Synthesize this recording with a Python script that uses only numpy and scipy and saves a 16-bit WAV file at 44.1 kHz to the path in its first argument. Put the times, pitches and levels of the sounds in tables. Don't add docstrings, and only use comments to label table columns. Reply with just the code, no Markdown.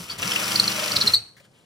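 import sys
import numpy as np
from scipy import signal
from scipy.fft import rfft, irfft, next_fast_len
from scipy.io import wavfile

SR = 44100
rng = np.random.default_rng(int(sys.argv[2]) if len(sys.argv) > 2 else 0)


def to_wav(s):
    ch = np.atleast_2d(s).T
    pcm = np.round(np.clip(ch, -1, 1) * 32767)
    wavfile.write(sys.argv[1], SR, pcm.astype(np.int16))


N = 72765
T = np.arange(N) / SR
FFT_SIZE = next_fast_len(2 * N)
BINS_HZ = np.maximum(np.arange(FFT_SIZE // 2 + 1) * SR / FFT_SIZE, 1)


def from_db(db):
    return 10 ** (np.asarray(db) / 20)


def rms_one(x):
    return x / np.sqrt(np.mean(x ** 2) + 1e-20)


def curve(rows):
    return np.interp(T, *np.transpose(rows))


def fader(rows):
    return from_db(curve(rows) - 180 * np.maximum(T - rows[-1][0], 0))


def swell(start, length):
    return np.maximum(np.sin(np.pi * np.clip((T - start) / length, 0, 1)), 0)


def at_hz(rows, column=1):
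    rows = np.array(rows, float)
    return np.interp(np.log(BINS_HZ), np.log(rows[:, 0]), rows[:, column])


def through(x, response):
    return irfft(rfft(x, FFT_SIZE) * response, FFT_SIZE)[..., :N]


def colour(x, spectrum):
    return rms_one(through(x, from_db(at_hz(spectrum))))


def edge(x, hz, kind, order=2):
    return signal.sosfilt(signal.butter(order, hz, kind, fs=SR, output="sos"), x)


def drift(hz):
    return rms_one(edge(rng.standard_normal(2 * N), hz, "low")[N:])


def two_pole(x, hz, radius):
    feedback = [1, -2 * radius * np.cos(2 * np.pi * hz / SR), radius ** 2]
    return signal.lfilter([1, 0, -1], feedback, x + 1e-18)


def resonate(x, hz, width_hz):
    return rms_one(two_pole(x, hz, np.exp(-np.pi * width_hz / SR)))


def body(x, modes):
    return rms_one(sum((-1) ** k * from_db(db) * resonate(x, hz, width)
                       for k, (hz, width, db) in enumerate(modes)))


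def grains(per_s=11000, spread_db=2.5):
    sizes = from_db(spread_db * np.minimum(rng.exponential(1, N), 4))
    return rms_one(sizes * rng.choice([-1, 1], N) * (rng.random(N) < per_s / SR))


def rattle(turns, count=52, jitter_s=.00006, spread_db=2):
    angles = (np.arange(count) + rng.random(count)) / count
    contact_turns = np.arange(-20, 20)[:, None] + angles
    times = np.interp(contact_turns, turns, T, left=-1, right=-1)
    times += jitter_s * rng.standard_normal(times.shape)
    force = rng.choice([-1, 1], count) * from_db(spread_db * rng.standard_normal(times.shape))
    inside = (times > 0) & (times < T[-1])
    return rms_one(np.bincount((times[inside] * SR).astype(int), force[inside], N))


def drive(turns, stroke_hz):
    # multiple of the stroke rate, level/dB
    orders = [(2, -26), (3, -17.5), (4, -8), (5, -1.5), (6, -5.5), (7, -1), (8, 5), (9, 2), (11, -13),
              (12, -11.5), (13, -1.5), (17, -5), (24, -10), (25, -6.5), (32, 1), (47, 2.5), (53, -2),
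              (55, 2)]
    # f/Hz, width/Hz, level/dB
    boom_modes = [(115, 51, -3.5), (206, 52, -3), (385, 320, -3)]
    # t/s, level/dB
    shake_level = [(0.0, -40), (0.04, -42.5), (0.078, -50), (0.146, -41.5), (0.175, -46), (0.196, -34),
                   (0.256, -34), (0.334, -40.5), (0.666, -33.5), (0.876, -44), (0.954, -33), (1.012, -33),
                   (1.05, -36), (1.08, -32.5), (1.186, -45), (1.264, -60), (1.28, -64)]
    peak_turn, scatter_cycles = .7, .54
    tones = sum(from_db(db) * np.cos(2 * np.pi * (k * (turns - peak_turn) + scatter_cycles * rng.random()))
                for k, db in orders)
    slowdown_hz = np.clip(stroke_hz.max() - stroke_hz, 0, 6)
    hum = from_db(1.5 - 1.8 * slowdown_hz) * rms_one(tones)
    shaking = body(rattle(turns) + .5 * grains(), boom_modes)
    boom = from_db(-17 + 1.7 * slowdown_hz) * rms_one(edge(shaking, 79, "high", order=4))
    shudder = from_db(-9.5) * slowdown_hz / slowdown_hz.max() * resonate(grains(), hz=100, width_hz=62)
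    return fader(shake_level) * (hum + boom + shudder)


def loose_panel(turns, waver_rad=.78, peak_turn=.75, rise_s=.0056):
    # t/s, length/s, level/dB, f/Hz
    buzzes = [(0.365, 0.096, -36.5, 599.5), (0.731, 0.18, -35, 615), (0.869, 0.15, -40.5, 590)]
    # t/s, level/dB, f/Hz, time to fall 20 dB/s
    thumps = [(0, -23, 172, 0.023), (.13, -40, 104, 0.039), (0.208, -34.5, 103, 0.056),
              (0.247, -29.5, 122, 0.074), (.256, -33, 185, .1), (.955, -35, 105.5, 0.12),
              (1.02, -32, 119, .09), (1.039, -25, 209, 0.04), (1.045, -27, 413, 0.029),
              (1.151, -37, 106, 0.084)]
    throb = 1 + np.cos(2 * np.pi * (turns - peak_turn))
    out = np.zeros(N)
    for start, length, db, hz in buzzes:
        tone = np.sin(2 * np.pi * hz * T + waver_rad * drift(hz=30))
        out += from_db(db) * swell(start, length) * throb * tone
    for start, db, hz, decay in thumps:
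        age = np.maximum(T - start, 0)
        envelope = (1 - np.exp(-age / rise_s)) * from_db(db - 20 * age / decay)
        out += envelope * np.sin(2 * np.pi * hz * age)
    return out


def tooth_bite(turns, stroke_db=.5, return_db=1.05, chatter_db=1.6):
    angle = 2 * np.pi * turns
    return from_db(stroke_db * np.cos(angle) + return_db * np.cos(2 * angle) + chatter_db * drift(hz=170))


def cutting(turns, bite, crossover_hz=4170):
    # f/Hz, level/dB
    cut_spectrum = [(250, -3.5), (450, -8.5), (750, -5), (1100, -5.5), (1700, -2.5), (2300, 0.5),
                    (2900, -1), (3800, -7.5), (4800, -8.5), (5800, -4.5), (7000, -9.5), (8500, -13),
                    (11000, -12.5), (13000, -12), (15500, -21.5)]
    # f/Hz, width/Hz, level/dB
    body_modes = [(489, 25.7, -13), (618, 360, -11.5), (976, 91, -11), (1366, 170, 1.5), (2570, 40, -6.5),
                  (3150, 74, -10.5)]
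    # f/Hz, width/Hz, level/dB
    shoe_modes = [(6120, 1025, -1), (7400, 870, -4), (11150, 140, -6), (12650, 410, -13.5)]
    # t/s, level/dB
    rasp_level = [(0.0, -42.5), (0.024, -44.5), (0.074, -46), (0.11, -38), (0.178, -47), (0.196, -33.5),
                  (0.216, -39), (0.23, -31.5), (0.238, -32), (0.38, -29.5), (0.752, -31.5), (0.786, -29.5),
                  (1.114, -32), (1.126, -40.5), (1.136, -28.5), (1.172, -48), (1.254, -60.5), (1.28, -62)]
    # t/s, level/dB
    treble_level = [(0.0, -41), (0.078, -48), (0.116, -41.5), (0.174, -54), (0.188, -38), (0.212, -41.5),
                    (0.22, -35.5), (0.58, -32), (0.59, -36), (0.602, -33.5), (0.612, -34.5), (1.026, -34),
                    (1.058, -37.5), (1.066, -32.5), (1.126, -37.5), (1.14, -37.5), (1.226, -69),
                    (1.28, -82)]
    clatter = rattle(turns)
    teeth = bite * (from_db(-2) * grains() + from_db(-3.5) * clatter)
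    tearing = colour(teeth, cut_spectrum)
    low_tearing = edge(tearing, crossover_hz, "low", order=4)
    rasp = from_db(-1.5) * rms_one(edge(low_tearing, 280, "high", order=3))
    ringing = from_db(-6) * body(clatter + .44 * grains(), body_modes)
    chips = rms_one(edge(tearing, crossover_hz, "high", order=4))
    top_of_stroke = np.exp(10.6 * (np.cos(2 * np.pi * turns) - 1))
    scrape = from_db(-1) * top_of_stroke * resonate(grains(), hz=4900, width_hz=900)
    shoe = from_db(-10.5) * body(teeth, shoe_modes)
    return fader(rasp_level) * (rasp + ringing) + fader(treble_level) * (chips + scrape + shoe)


def panel_sides(turns, bite):
    # f/Hz, level/dB
    side_spectrum = [(100, -14), (250, -2), (480, 6), (680, 6), (900, 2), (1500, -1), (2100, -1), (2500, 1),
                     (3300, 0), (4300, -5), (6000, -4), (7000, 8), (7900, 5), (9200, 1), (10500, -8),
                     (16000, -11)]
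    sides = np.array([cutting(turns, bite), cutting(turns, bite)])
    return through(sides, from_db(at_hz(side_spectrum) - 5))


def reflections(x, t60_s):
    # f/Hz, level/dB
    room_spectrum = [(100, -12.5), (1000, 4), (4200, -4.5), (6500, 3.5), (8600, 4.5), (11000, 2.5),
                     (16000, -20)]
    echoes = rng.standard_normal((2, N)) * from_db(-60 * T / t60_s) * (T > .0015)
    echoes /= np.sqrt(np.sum(echoes ** 2, axis=1, keepdims=True))
    return through(x, rfft(echoes, FFT_SIZE) * from_db(at_hz(room_spectrum)))


def room_tone():
    # f/Hz, level/dB
    air_spectrum = [(30, -31.5), (60, -10), (125, 2.5), (250, -6), (500, -7.5), (1000, -13), (2000, -23),
                    (4000, -23.5), (8000, -25.5), (12000, -31.5), (15500, -58)]
    noise = rng.standard_normal(N) + .48 * rng.standard_normal((2, N))
    return from_db(-60) * colour(noise, air_spectrum)


def squeals():
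    # t/s, length/s, level/dB, f/Hz, roughness (0 is smooth)
    binds = [(0.096, 0.014, -26, 4466, 0.17), (0.113, 0.017, -30, 4485, 0.2),
             (0.275, 0.0071, -27, 5100, 1.1), (0.3198, 0.0037, -22.5, 5100, .9),
             (0.358, 0.0033, -28, 5060, 0.65), (0.44, 0.006, -25, 4950, .8), (0.479, 0.0032, -26, 4900, 1),
             (0.518, 0.0041, -19.5, 4830, 0.6), (0.556, 0.008, -9.5, 4434, 0.55),
             (.597, 0.0053, -5, 4270, 0.42), (0.64, 0.0045, -18, 4540, 0.7),
             (0.6765, 0.007, -13, 4326, 0.8), (.719, 0.0052, -18, 4680, 1.2),
             (0.84, 0.0021, -20.5, 4950, 1), (0.879, 0.0032, -17, 4560, 1),
             (0.9176, 0.0053, -12, 4460, 0.7), (0.9601, 0.012, -9.5, 4204, 0.8),
             (0.9705, 0.0025, -15.5, 4300, .6), (1.008, 0.019, -12, 4200, 0.84),
             (1.068, 0.018, -8.5, 4130, 0.52), (1.1352, 0.011, -6, 4254, 0.17),
             (1.142, 0.01, -9, 4020, 0.29), (1.152, 0.0051, -10.5, 4434, 0), (1.156, 0.024, -18, 4367, 0)]
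    glide_depth, sag_depth, wobble_depth = .075, .04, .06
    wobble_hz, flutter_db, blur_rad = 276, 2.5, .4
    scrape_lead_s, scrape_lag_s, entry_lead_s, entry_s = .00071, .0041, .00473, .0061
    wobble, flutter, blur = drift(wobble_hz), drift(wobble_hz), drift(hz=900)
    wobble = rms_one(edge(wobble, wobble_hz / 2, "high"))
    scrape = from_db(-14) * edge(resonate(grains(), hz=5100, width_hz=1100), 5300, "low")
    entry = from_db(-16) * resonate(grains(), hz=5660, width_hz=400)
    out = np.zeros(N)
    for start, length, db, hz, rough in binds:
        grip = swell(start, length)
        glide = glide_depth * rough * (.5 - np.clip((T - start) / length, 0, 1))
        pitch_hz = hz * (1 + glide + sag_depth * (1 - grip) + wobble_depth * rough * wobble)
        phase = 2 * np.pi * np.cumsum(pitch_hz * (T >= start)) / SR
        swing = from_db(db + flutter_db * rough * flutter) * grip
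        ragged = phase + blur_rad * rough * blur
        overtones = from_db(-14.5) * np.sin(2 * ragged) + from_db(-17) * np.sin(3 * ragged)
        rasp = scrape * swell(start - scrape_lead_s, scrape_lead_s + length + scrape_lag_s)
        rasp += entry * swell(start - entry_lead_s, entry_s)
        out += swing * (np.sin(phase) + swing * overtones) + from_db(db) * rough * rasp
    return out


def blade_ring(squeal):
    # f/Hz, t60/s, level/dB
    blade_modes = [(4160, 0.2, -14), (4150, 0.44, -17.5), (4450, .42, -19), (8230, .14, -12.5),
                   (8720, .14, -10)]
    out = np.zeros(N)
    for hz, t60, db in blade_modes:
        radius = from_db(-60 / (t60 * SR))
        out += from_db(db) * (1 - radius ** 2) / 2 * two_pole(squeal, hz, radius)
    return out


def knocks(rows, crack_db, rise_s):
    out = np.zeros(N)
    for start, db, hz, decay in rows:
        age = np.maximum(T - start, 0)
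        envelope = (1 - np.exp(-age / rise_s)) * from_db(db - 20 * age / decay)
        grit = rng.standard_normal(N)
        crack = from_db(crack_db) * rms_one(edge(grit, 5300, "low", order=1))
        out += envelope * (resonate(grit, hz, width_hz=140) + crack)
    return out


def tooth_catches():
    # t/s, level/dB, f/Hz, time to fall 20 dB/s
    catches = [(.1, -35, 3260, 0.038), (.11, -35.5, 1263, 0.02), (.112, -29, 4810, 0.019),
               (.186, -44, 5640, 0.008), (.192, -35, 1580, 0.003), (.2205, -22, 5830, .006),
               (.227, -17, 2710, 0.016), (.272, -22, 5910, 0.0058), (.311, -18.5, 5930, .005),
               (.317, -22, 3040, 0.012), (.3595, -16.5, 2730, 0.018), (.394, -21.5, 6000, 0.0037)]
    return knocks(catches, crack_db=-27, rise_s=.0006)


def hands():
    # t/s, level/dB, f/Hz, time to fall 20 dB/s
    touches = [(1.279, -56, 1581, 0.023), (1.365, -48.5, 1880, 0.04), (1.377, -54.5, 1720, .035),
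               (1.397, -46, 2350, .013), (1.402, -51, 900, 0.014), (1.4025, -54.5, 537, .022),
               (1.447, -53, 1510, 0.02), (1.514, -55, 5050, 0.0092), (1.576, -56.5, 6450, 0.0066),
               (1.587, -51, 7500, .008), (1.609, -51.5, 3990, 0.0064)]
    # t/s, level/dB
    slide_level = [(1.3, -76.5), (1.38, -75), (1.435, -63), (1.453, -56.5), (1.47, -68), (1.5, -80),
                   (1.55, -62.5), (1.65, -66.5)]
    # f/Hz, level/dB
    slide_spectrum = [(400, -8.5), (1200, -1), (3000, 10), (6000, -4.5), (9000, -3.5), (12000, -12),
                      (16000, -23)]
    taps = knocks(touches, crack_db=-3, rise_s=.0046)
    return taps + from_db(curve(slide_level)) * colour(grains(), slide_spectrum)


def scene():
    # t/s, f/Hz
    stroke_rate = [(0, 19.8), (.2, 21.15), (.296, 24.8), (.316, 24.7), (.866, 25.2), (.884, 26.6),
                   (.964, 21.8), (1.056, 17.4), (1.144, 14.7)]
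    stroke_hz = curve(stroke_rate)
    turns = np.cumsum(stroke_hz) / SR
    turns -= np.interp(.6, T, turns)
    handling = hands()
    bite = tooth_bite(turns)
    bench = drive(turns, stroke_hz) + loose_panel(turns) + cutting(turns, bite)
    bench += tooth_catches() + handling
    squeal = squeals()
    blade = squeal + blade_ring(squeal)
    sides = panel_sides(turns, bite)
    early = from_db(-5) * reflections(blade, t60_s=.14)
    tail = from_db(-14) * reflections(bench + blade, t60_s=.43)
    return bench + blade + sides + early + tail + room_tone()


def record(dry, stopband_hz=16800):
    # f/Hz, left lead over right/rad, left minus right level/dB
    ports = [(150, 0, .7), (400, -.1, 2.8), (600, .9, 4.3), (820, 1.8, 1.8), (1080, 1.0, 5.6),
             (1400, .1, 4), (1750, -.5, -.5), (2200, -1.5, 3.5), (2550, -3.2, 6.5), (3200, -5, 2),
             (4100, -6.2, .6), (6000, -6.7, -2), (7300, -4.6, 3.5), (9000, -6.7, 2), (11000, -6.3, 0)]
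    left = np.exp(1j * at_hz(ports, column=1)) * from_db(at_hz(ports, column=2) / 2)
    right = 1 / np.abs(left)
    heard = through(dry, np.array([left, right]))
    return signal.sosfilt(signal.cheby2(16, 70, stopband_hz, fs=SR, output="sos"), heard)


dry = scene()
out = record(dry)
to_wav(out)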